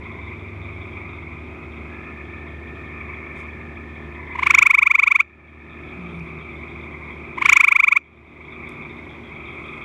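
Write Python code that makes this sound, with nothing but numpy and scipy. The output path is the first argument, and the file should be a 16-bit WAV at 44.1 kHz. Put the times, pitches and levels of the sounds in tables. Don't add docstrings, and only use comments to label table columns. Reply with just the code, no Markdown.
import sys
import numpy as np
from scipy import signal
from scipy.fft import rfft, irfft, next_fast_len
from scipy.io import wavfile
from scipy.ndimage import uniform_filter1d

SR = 44100
rng = np.random.default_rng(int(sys.argv[2]) if len(sys.argv) > 2 else 0)


def amp(db):
    return 10 ** (np.asarray(db, float) / 20)


def write(x):
    x = np.atleast_2d(x).T
    wavfile.write(sys.argv[1], SR, np.round(np.clip(x, -1, 1) * 32767).astype(np.int16))


N = 433944
T = np.arange(N) / SR


def rms_one(x):
    return x / np.sqrt(np.mean(x ** 2) + 1e-20)


def in_time(rows):
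    s, *columns = np.transpose(rows)
    return [np.interp(T, s, column) for column in columns]


def at_hz(points, hz):
    curve_hz, curve_db = np.transpose(points)
    return np.interp(np.log(hz), np.log(curve_hz), curve_db)


def band(x, low_hz, high_hz, order=2):
    return signal.sosfilt(signal.butter(order, [low_hz, high_hz], "band", fs=SR, output="sos"), x)


def noise_band(low_hz, high_hz, order=2):
    return rms_one(band(rng.standard_normal(N), low_hz, high_hz, order))


def drift(rate_hz):
    r = np.exp(-80 * np.pi * rate_hz / SR)
    slow = signal.lfilter([1], [1, -2 * r, r * r], rng.standard_normal(N // 40 + 1001))[1000:]
    return np.repeat(rms_one(slow - slow.mean()), 40)[:N]


def ring(x, hz, t60_s):
    r = amp(-60 / (t60_s * SR))
    gain = (1 - r * r) / 2
    return signal.lfilter([gain, 0, -gain], [1, -2 * r * np.cos(2 * np.pi * hz / SR), r * r], x + 1e-18)


def tone(hz, db):
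    return np.sqrt(2) * amp(db) * np.sin(2 * np.pi * np.cumsum(hz) / SR)


def scatter(x, *tails):
    t = np.arange(SR // 2) / SR
    echoes = 0
    for db, t60_s, gap_s in tails:
        tail = rng.standard_normal(len(t)) * amp(-60 * t / t60_s) * (t > gap_s)
        echoes = echoes + amp(db) * tail / np.sqrt(np.sum(tail ** 2))
    return x + signal.fftconvolve(x, echoes)[:N]


# frequency in Hz, density in dB per Hz.
NIGHT_SPECTRUM = [(25, -39.5), (55, -12), (125, -9.5), (260, -13.5), (400, -15), (470, -20), (800, -21),
                  (1600, -27.5), (2600, -27.5), (2950, -40.5), (4200, -48.5), (7000, -54.5), (11000, -62),
                  (15500, -67.5)]


def night_air():
    size = next_fast_len(N)
    hz = np.maximum(np.fft.rfftfreq(size, 1 / SR), 1)
    rumble_cut = np.minimum(hz / 25, 1) ** 2
    air = irfft(rfft(rng.standard_normal(size)) * amp(at_hz(NIGHT_SPECTRUM, hz)) * rumble_cut, size)[:N]
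    return amp(-42 + 0.31 * drift(2.2)) * rms_one(air)


# frequency in Hz, level in dB, wander in Hz.
DRONE_TONES = [(75.9, -41, 1), (152, -51, 2), (234.6, -48, 3.87), (295.4, -52, 6), (342.6, -48, 1.9),
               (351.5, -59.5, 2.24), (378, -50.5, 2.25), (415, -55.5, 1.86), (535, -66, 2.2),
               (669, -61.5, 1.83)]
# time in seconds, level change in dB.
LOW_DRONE_FADE = [
    (0, 0),
    (4.4, 0),
    (7, -2),
    (8.7, -6),
    (9.84, -7.5),
]
# time in seconds, pitch in Hz, level in dB.
FAR_ENGINE = [
    (0, 96.5, -44),
    (.6, 96.8, -37),
    (1.0, 96.2, -41.5),
    (2.0, 98.2, -54),
    (3.5, 94.7, -49),
    (4.5, 92.2, -66),
]
# time in seconds, pitch in Hz, level in dB.
PASSING_TRUCK = [
    (5.93, 181, -65),
    (5.99, 181.4, -35),
    (6.1, 169.6, -39.5),
    (6.17, 168.3, -34.5),
    (6.31, 159, -42.5),
    (6.4, 157.6, -43),
    (6.55, 156, -53),
    (6.62, 151.5, -65),
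]
# time in seconds, pitch in Hz, level in dB.
BRAKE_SQUEAL = [
    (6.04, 8900, -100),
    (6.1, 8900, -82),
    (6.17, 8850, -76),
    (6.3, 9000, -86),
    (6.38, 9000, -100),
]


def machines():
    fade_db, = in_time(LOW_DRONE_FADE)
    out = np.zeros(N)
    for hz, db, wander_hz in DRONE_TONES:
        out += tone(hz + wander_hz * drift(8), db + 1.43 * drift(5.0) + fade_db * (hz < 100))
    for rows, wander_hz in ((FAR_ENGINE, 1.5), (PASSING_TRUCK, 1.2), (BRAKE_SQUEAL, 60)):
        hz, db = in_time(rows)
        present = (T > rows[0][0]) * (T < rows[-1][0])
        out += tone(hz + wander_hz * drift(18), db + 0.45 * drift(16)) * present
    return out


# milliseconds from closing, pitch in Hz, level in dB.
WHISTLE_SHAPE = [
    (-25, 890, -70),
    (-22, 935, -32),
    (-18, 1000, -20),
    (-13, 1070, -10),
    (-6, 1145, 0),
    (-2, 1212, -1),
    (.3, 1285, -9.5),
    (2.2, 1400, -27),
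    (4, 1450, -70),
]
# frequency in Hz, gain in dB.
SAC_COLOUR = [(880, 8.5), (1080, -12), (1180, -15), (1290, -5), (1450, 2.5), (2600, 0), (3100, -34),
              (3700, -25), (4300, -50), (4800, -34.5), (5300, -58), (5900, -30), (6500, -38), (7000, -29),
              (8000, -47.5), (15500, -55)]


def whistles(close_s, peak_db, fundamental_db, length_ms, pitch, count):
    usual_ms, usual_fundamental_db = 12.21, -12
    balance_db = (fundamental_db - usual_fundamental_db)[:, None]
    k = np.arange(-1150, 170)
    stretch = np.where(k < 0, (usual_ms / length_ms[:, None]) ** 0.66, 1)
    ms = k / SR * 1000 * stretch
    shape_ms, shape_hz, shape_db = np.transpose(WHISTLE_SHAPE)
    hz = np.interp(ms, shape_ms, shape_hz) * pitch[:, None]
    db = np.interp(ms, shape_ms, shape_db, left=-120, right=-120)
    shake = signal.lfilter([.03], [1, -.97], rng.standard_normal(hz.shape))
    unsteady_hz = hz * (1 + .04 * shake)
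    phase = 2 * np.pi * (np.cumsum(unsteady_hz, axis=1) / SR + rng.random((len(hz), 1)))
    wave = amp(db + at_hz(SAC_COLOUR, hz) + balance_db) * np.sin(phase)
    for n in range(2, count + 1):
        effort_db = 0
        if n > 2:
            effort_db = 2.0 + 0.32 * db + 0.15 * np.minimum(peak_db, 0)[:, None]
        if n == 3:
            effort_db = effort_db + 0.3 * balance_db
        wave += amp(db + effort_db + at_hz(SAC_COLOUR, n * hz)) * np.sin(n * phase)
    wave *= amp(peak_db)[:, None]
    at = np.clip(np.round(close_s * SR).astype(int)[:, None] + k, 0, N)
    return np.bincount(at.ravel(), wave.ravel(), minlength=N + 1)[:N]


# time in seconds, level in dB, centre pitch in Hz.
CHORUS_SWELL = [(0.1, -40.5, 2217), (0.45, -41.8, 2236), (1.0, -39.5, 2252), (1.45, -43, 2275),
                (2.15, -40.5, 2308), (2.7, -44, 2335), (3.0, -38, 2252), (3.4, -40.5, 2234),
                (3.65, -43, 2257), (4.0, -44.5, 2225), (4.2, -37.5, 2230), (5.6, -42, 2295),
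                (6.6, -39.5, 2278), (7.2, -39, 2240), (8.2, -42.5, 2237), (8.65, -38.5, 2253),
                (9.2, -44.5, 2250), (9.7, -37, 2277)]


def chorus():
    db, centre_hz = in_time(CHORUS_SWELL)
    own = rng.random((8, 4))
    per_s = 21.5 + 6 * own[:, :1]
    close_s = np.arange(280) / per_s + .04 * own[:, 1:2] + .002 * rng.standard_normal((8, 280))
    calling = np.sin(2 * np.pi * (close_s / (2 + 1.5 * own[:, 2:3]) + own[:, 3:])) > -.1
    keep = calling & (close_s < T[-1])
    near_db = (-.9 * np.arange(8)[:, None] + 2.6 * rng.standard_normal((8, 280)))[keep]
    voices = 1 + np.linspace(-.07, .08, 8)[rng.permutation(8), None]
    own_pitch = (voices + 0 * close_s)[keep]
    close_s = close_s[keep]
    pitch = .98 * own_pitch * np.interp(close_s, T, centre_hz) / 2270
    calls = whistles(close_s, near_db, 0 * close_s - 9, 0 * close_s + 12.5, pitch, count=2)
    calls = band(scatter(calls, (-1, .3, .005)), 800, 2850, order=4)
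    loudness = np.sqrt(uniform_filter1d(calls ** 2, size=SR // 4) + 1e-9)
    return amp(db) * calls / loudness


# start in seconds, peak level in dB.
NEAR_RATTLES = [(0.1131, -43), (0.2359, -44), (0.3925, -43), (0.609, -41), (0.8091, -41), (0.9173, -43),
                (1.0834, -44), (1.1288, -41), (4.3001, -47), (5.6876, -42), (5.8796, -44), (6.0777, -48),
                (6.4049, -41.5), (6.5476, -42), (6.6903, -45), (6.8095, -43), (7.0974, -42), (7.3428, -45),
                (8.4962, -42), (8.7057, -41.5), (8.8918, -40.5), (9.0923, -43), (9.2335, -41),
                (9.3991, -44), (9.4545, -40), (9.5138, -38), (9.6296, -41), (9.681, -36), (9.7323, -38),
                (9.8077, -37)]
# time in seconds, loudest level in dB.
OTHERS_LOUDEST = [(0, -41), (1.3, -50), (1.5, -65), (4.2, -54.5), (5.5, -44.5), (9.84, -36.5)]
LONE_CLICK_TIMES = [1.7235, 2.0388, 2.2518, 2.4818, 2.6738, 2.8574, 3.0076, 3.1428, 3.26, 3.5039, 3.7559,
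                    3.9529, 4.1525]


def cricket_frogs():
    others_gap_s, others_spread_db = .135, 7.5
    s, db = np.transpose(NEAR_RATTLES)
    others = rng.random((int(T[-1] / others_gap_s), 2))
    others_s = (np.arange(len(others)) + 0.61 * others[:, 0]) * others_gap_s
    others_db = np.interp(others_s, *np.transpose(OTHERS_LOUDEST)) - others_spread_db * others[:, 1]
    s = np.append(s, others_s)
    db = np.append(db, others_db)
    draw = rng.random((len(s), 3, 8))
    click_s = s[:, None] + np.cumsum(0.0035 + 0.0087 * draw[:, 0], axis=1) - .003
    size = amp(db[:, None] + 35.5 - 2.2 * np.arange(8) - 4.6 * draw[:, 1])
    at = np.minimum((click_s * SR).astype(int), N - 1)
    throat = (draw[:, 2, 0] * 3).astype(int)
    near = np.zeros(N)
    for n, throat_hz in enumerate((3300, 3470, 3600)):
        clicks = np.zeros(N)
        clicks[at[throat == n]] = size[throat == n]
        near += ring(clicks, throat_hz, t60_s=.011)
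    lone_s = (np.array(LONE_CLICK_TIMES)[:, None] + [0, 0.0038]).ravel()
    lone_size = amp(-10 + 2 * rng.standard_normal(len(lone_s)))
    lone = np.bincount((lone_s * SR).astype(int), lone_size, minlength=N)
    near += ring(lone, 3330, t60_s=.02)
    far = amp(-63.5 + 2.8 * drift(22)) * noise_band(3090, 3710, order=3)
    return band(scatter(near, (-5, .12, .003)), 3150, 3780, order=4) + far


# time in seconds, throat pitch in Hz, pulses per second, level in dB.
TOAD_TRILL = [
    (1.78, 1600, 52, -88),
    (1.9, 1690, 56, -54),
    (2.1, 1788, 39, -52.5),
    (3.2, 1794, 50, -53),
    (4.3, 1786, 47.5, -52.5),
    (5.8, 1774, 47.5, -54),
    (6.0, 1720, 59, -64),
    (6.1, 1800, 47, -80),
]


def toad():
    hz, per_s, db = in_time(TOAD_TRILL)
    turn = 2 * np.pi * np.cumsum(per_s) / SR
    beat = np.maximum(0.29 + 0.43 * np.cos(turn) + 0.25 * np.cos(2 * turn), 0)
    call = beat * tone(hz * (1 + 0.011 * drift(30)), db + 9.5 + 0.92 * drift(13))
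    return scatter(call, (-3, .3, .01))


# last closing in seconds, length in seconds, pulses per second,
# pitch as a ratio to the main frog, peak level in dB.
NEIGHBOUR_TRILLS = [
    (0.33, .33, 23.5, 0.93, -38),
    (1.324, .42, 23.2, 0.97, -37.5),
    (3.494, .52, 23, 0.99, -35),
    (8.899, .5, 27, 1, -38),
    (9.621, .3, 24, 0.98, -37),
]


def neighbours():
    back = np.arange(16)
    last_s, length_s, per_s, pitch, db = np.transpose(NEIGHBOUR_TRILLS)[:, :, None]
    keep = back / per_s < length_s
    close_s = (last_s - back / per_s)[keep]
    level_db = (db + 2.1 * rng.standard_normal(keep.shape))[keep]
    own_pitch = (pitch + 0 * back)[keep]
    calls = whistles(close_s, level_db, 0 * close_s - 8, 0 * close_s + 12.56, own_pitch, count=2)
    return band(scatter(calls, (-4, .2, .004)), 800, 2800, order=4)


# centre in seconds, length in seconds, centre pitch in Hz, level in dB.
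RUSTLE_PUFFS = [
    (3.397, 0.036, 7480, -63.5),
    (3.48, .015, 6000, -69),
    (6.195, .004, 5000, -63),
    (8.693, 0.0028, 9300, -52),
    (8.71, .03, 9000, -73),
    (9.695, 0.24, 7900, -73),
]


def rustles():
    out = np.zeros(N)
    for s, length_s, hz, db in RUSTLE_PUFFS:
        span = slice(int((s - .6) * SR), min(int((s + .6) * SR), N))
        grains = rng.standard_normal(N)[span] * amp(4 * drift(150)[span])
        puff = np.exp(-((T[span] - s) / length_s) ** 2)
        out[span] += amp(db) * puff * rms_one(band(grains, hz * 0.58, hz * 1.2))
    return out


FIRST_CLOSINGS = [4.3623, 4.398, 4.4363, 4.4739, 4.5118, 4.553, 4.5931, 4.632, 4.6727, 4.7144, 4.7534,
                  4.7941, 4.8349, 4.8767, 4.9187, 4.9591, 5.001, 5.0413, 5.0829, 5.1242, 5.1644, 5.2102]
SECOND_CLOSINGS = [7.3885, 7.4268, 7.463, 7.4994, 7.5356, 7.5746, 7.613, 7.6498, 7.6897, 7.7286, 7.7681,
                   7.807, 7.8467, 7.8889, 7.9314, 7.9747]
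# full peak in dB before gain control, how much weaker the first pulse is in dB,
# wind-up in seconds.
TRILL_WIND_UP = [
    (8.4, 31, .27),
    (8.5, 26, 0.179),
]


def trill_pulses():
    settle_db, settle_s = 3.5, .45
    rows = []
    for closings, (full_db, first_db, wind_s) in zip((FIRST_CLOSINGS, SECOND_CLOSINGS), TRILL_WIND_UP):
        since_s = np.array(closings) - closings[0]
        short_db = first_db * np.maximum(1 - since_s / wind_s, 0) ** 2
        short_db += settle_db * np.maximum(1 - since_s / settle_s, 0)
        fundamental_db = np.minimum(-11.5 + 0.44 * short_db, -0.5)
        length_ms = np.maximum(12.22 - 1.1 * short_db, 6.1)
        rows.append([closings, full_db - short_db, fundamental_db, length_ms])
    return np.hstack(rows)


# seconds from its first pulse, level in dB.
HOARSENESS = [
    (-.07, 12.5),
    (.075, 18.5),
    (.185, 11),
    (.285, 6.5),
    (.43, -1.5),
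    (.9, 4.5),
]
# frequency in Hz, level in dB, t60 in seconds.
SAC_RESONANCE = (1385, -1, .013)


def tree_frog():
    close_s, peak_db, fundamental_db, length_ms = trill_pulses()
    pitch = 1 + .0035 * np.minimum(peak_db, 0) + 0.0053 * rng.standard_normal(len(close_s))
    call = whistles(close_s, peak_db + 0.94, fundamental_db, length_ms, pitch, count=13)
    between_s = (FIRST_CLOSINGS[-1] + SECOND_CLOSINGS[0]) / 2
    since_s = T - np.where(T < between_s, FIRST_CLOSINGS[0], SECOND_CLOSINGS[0])
    hoarse_db = np.interp(since_s, *np.transpose(HOARSENESS))
    rasp = amp(-38 + hoarse_db) * band(call * noise_band(200, 1500), 1500, 4500)
    rasp += amp(-73 + hoarse_db) * call * noise_band(2900, 12000)
    power = uniform_filter1d(uniform_filter1d(call ** 2, size=800), size=600)
    swell = np.sqrt(np.maximum(power, 0))
    breath = noise_band(1570, 2880, order=3) + amp(-23.5) * noise_band(3000, 8500)
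    leak = amp(-28 + .75 * hoarse_db) * swell * breath
    ring_hz, ring_db, ring_t60_s = SAC_RESONANCE
    sac = amp(ring_db) * ring(ring(call, ring_hz, ring_t60_s), ring_hz, ring_t60_s)
    closings = np.bincount((close_s * SR).astype(int), amp(peak_db - 49), minlength=N)
    puff_t60_s = .022
    puff = signal.lfilter([1], [1, -amp(-60 / (puff_t60_s * SR))], closings)
    puff = puff * noise_band(3100, 11000, order=1)
    near = band(call + rasp + sac + puff, 830, 17000, order=4)
    echoes = scatter(near, (-26, .09, .003), (-36, .4, .02)) - near
    return near + band(echoes, 700, 4500, order=1) + leak


def scene():
    background = night_air() + machines() + chorus() + cricket_frogs() + toad()
    return (background + neighbours() + rustles() + tree_frog())[None]


def low_pass(x):
    return signal.sosfilt(signal.butter(12, 15880, fs=SR, output="sos"), x)


def record(dry):
    start_db, share, attack_s, recovery_db_s = -4.5, 0.93, 0.084, 25.5
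    over_db = np.maximum(20 * np.log10(np.abs(dry[0]) + 1e-9) - start_db, 0) * share
    held_db = np.maximum.accumulate(over_db + recovery_db_s * T) - recovery_db_s * T
    r = np.exp(-1 / (attack_s * SR))
    x = dry * amp(-signal.lfilter([1 - r], [1, -r], held_db))
    x = x + 0.014 * band(x ** 2, 11.0, 400, order=1)
    overload = .69
    x = x / (1 + np.abs(x / overload) ** 8) ** (1 / 8)
    x = signal.sosfilt(signal.cheby2(10, 60, 16500, fs=SR, output="sos"), x)
    return low_pass(x)


dry = scene()
out = record(dry)
write(out)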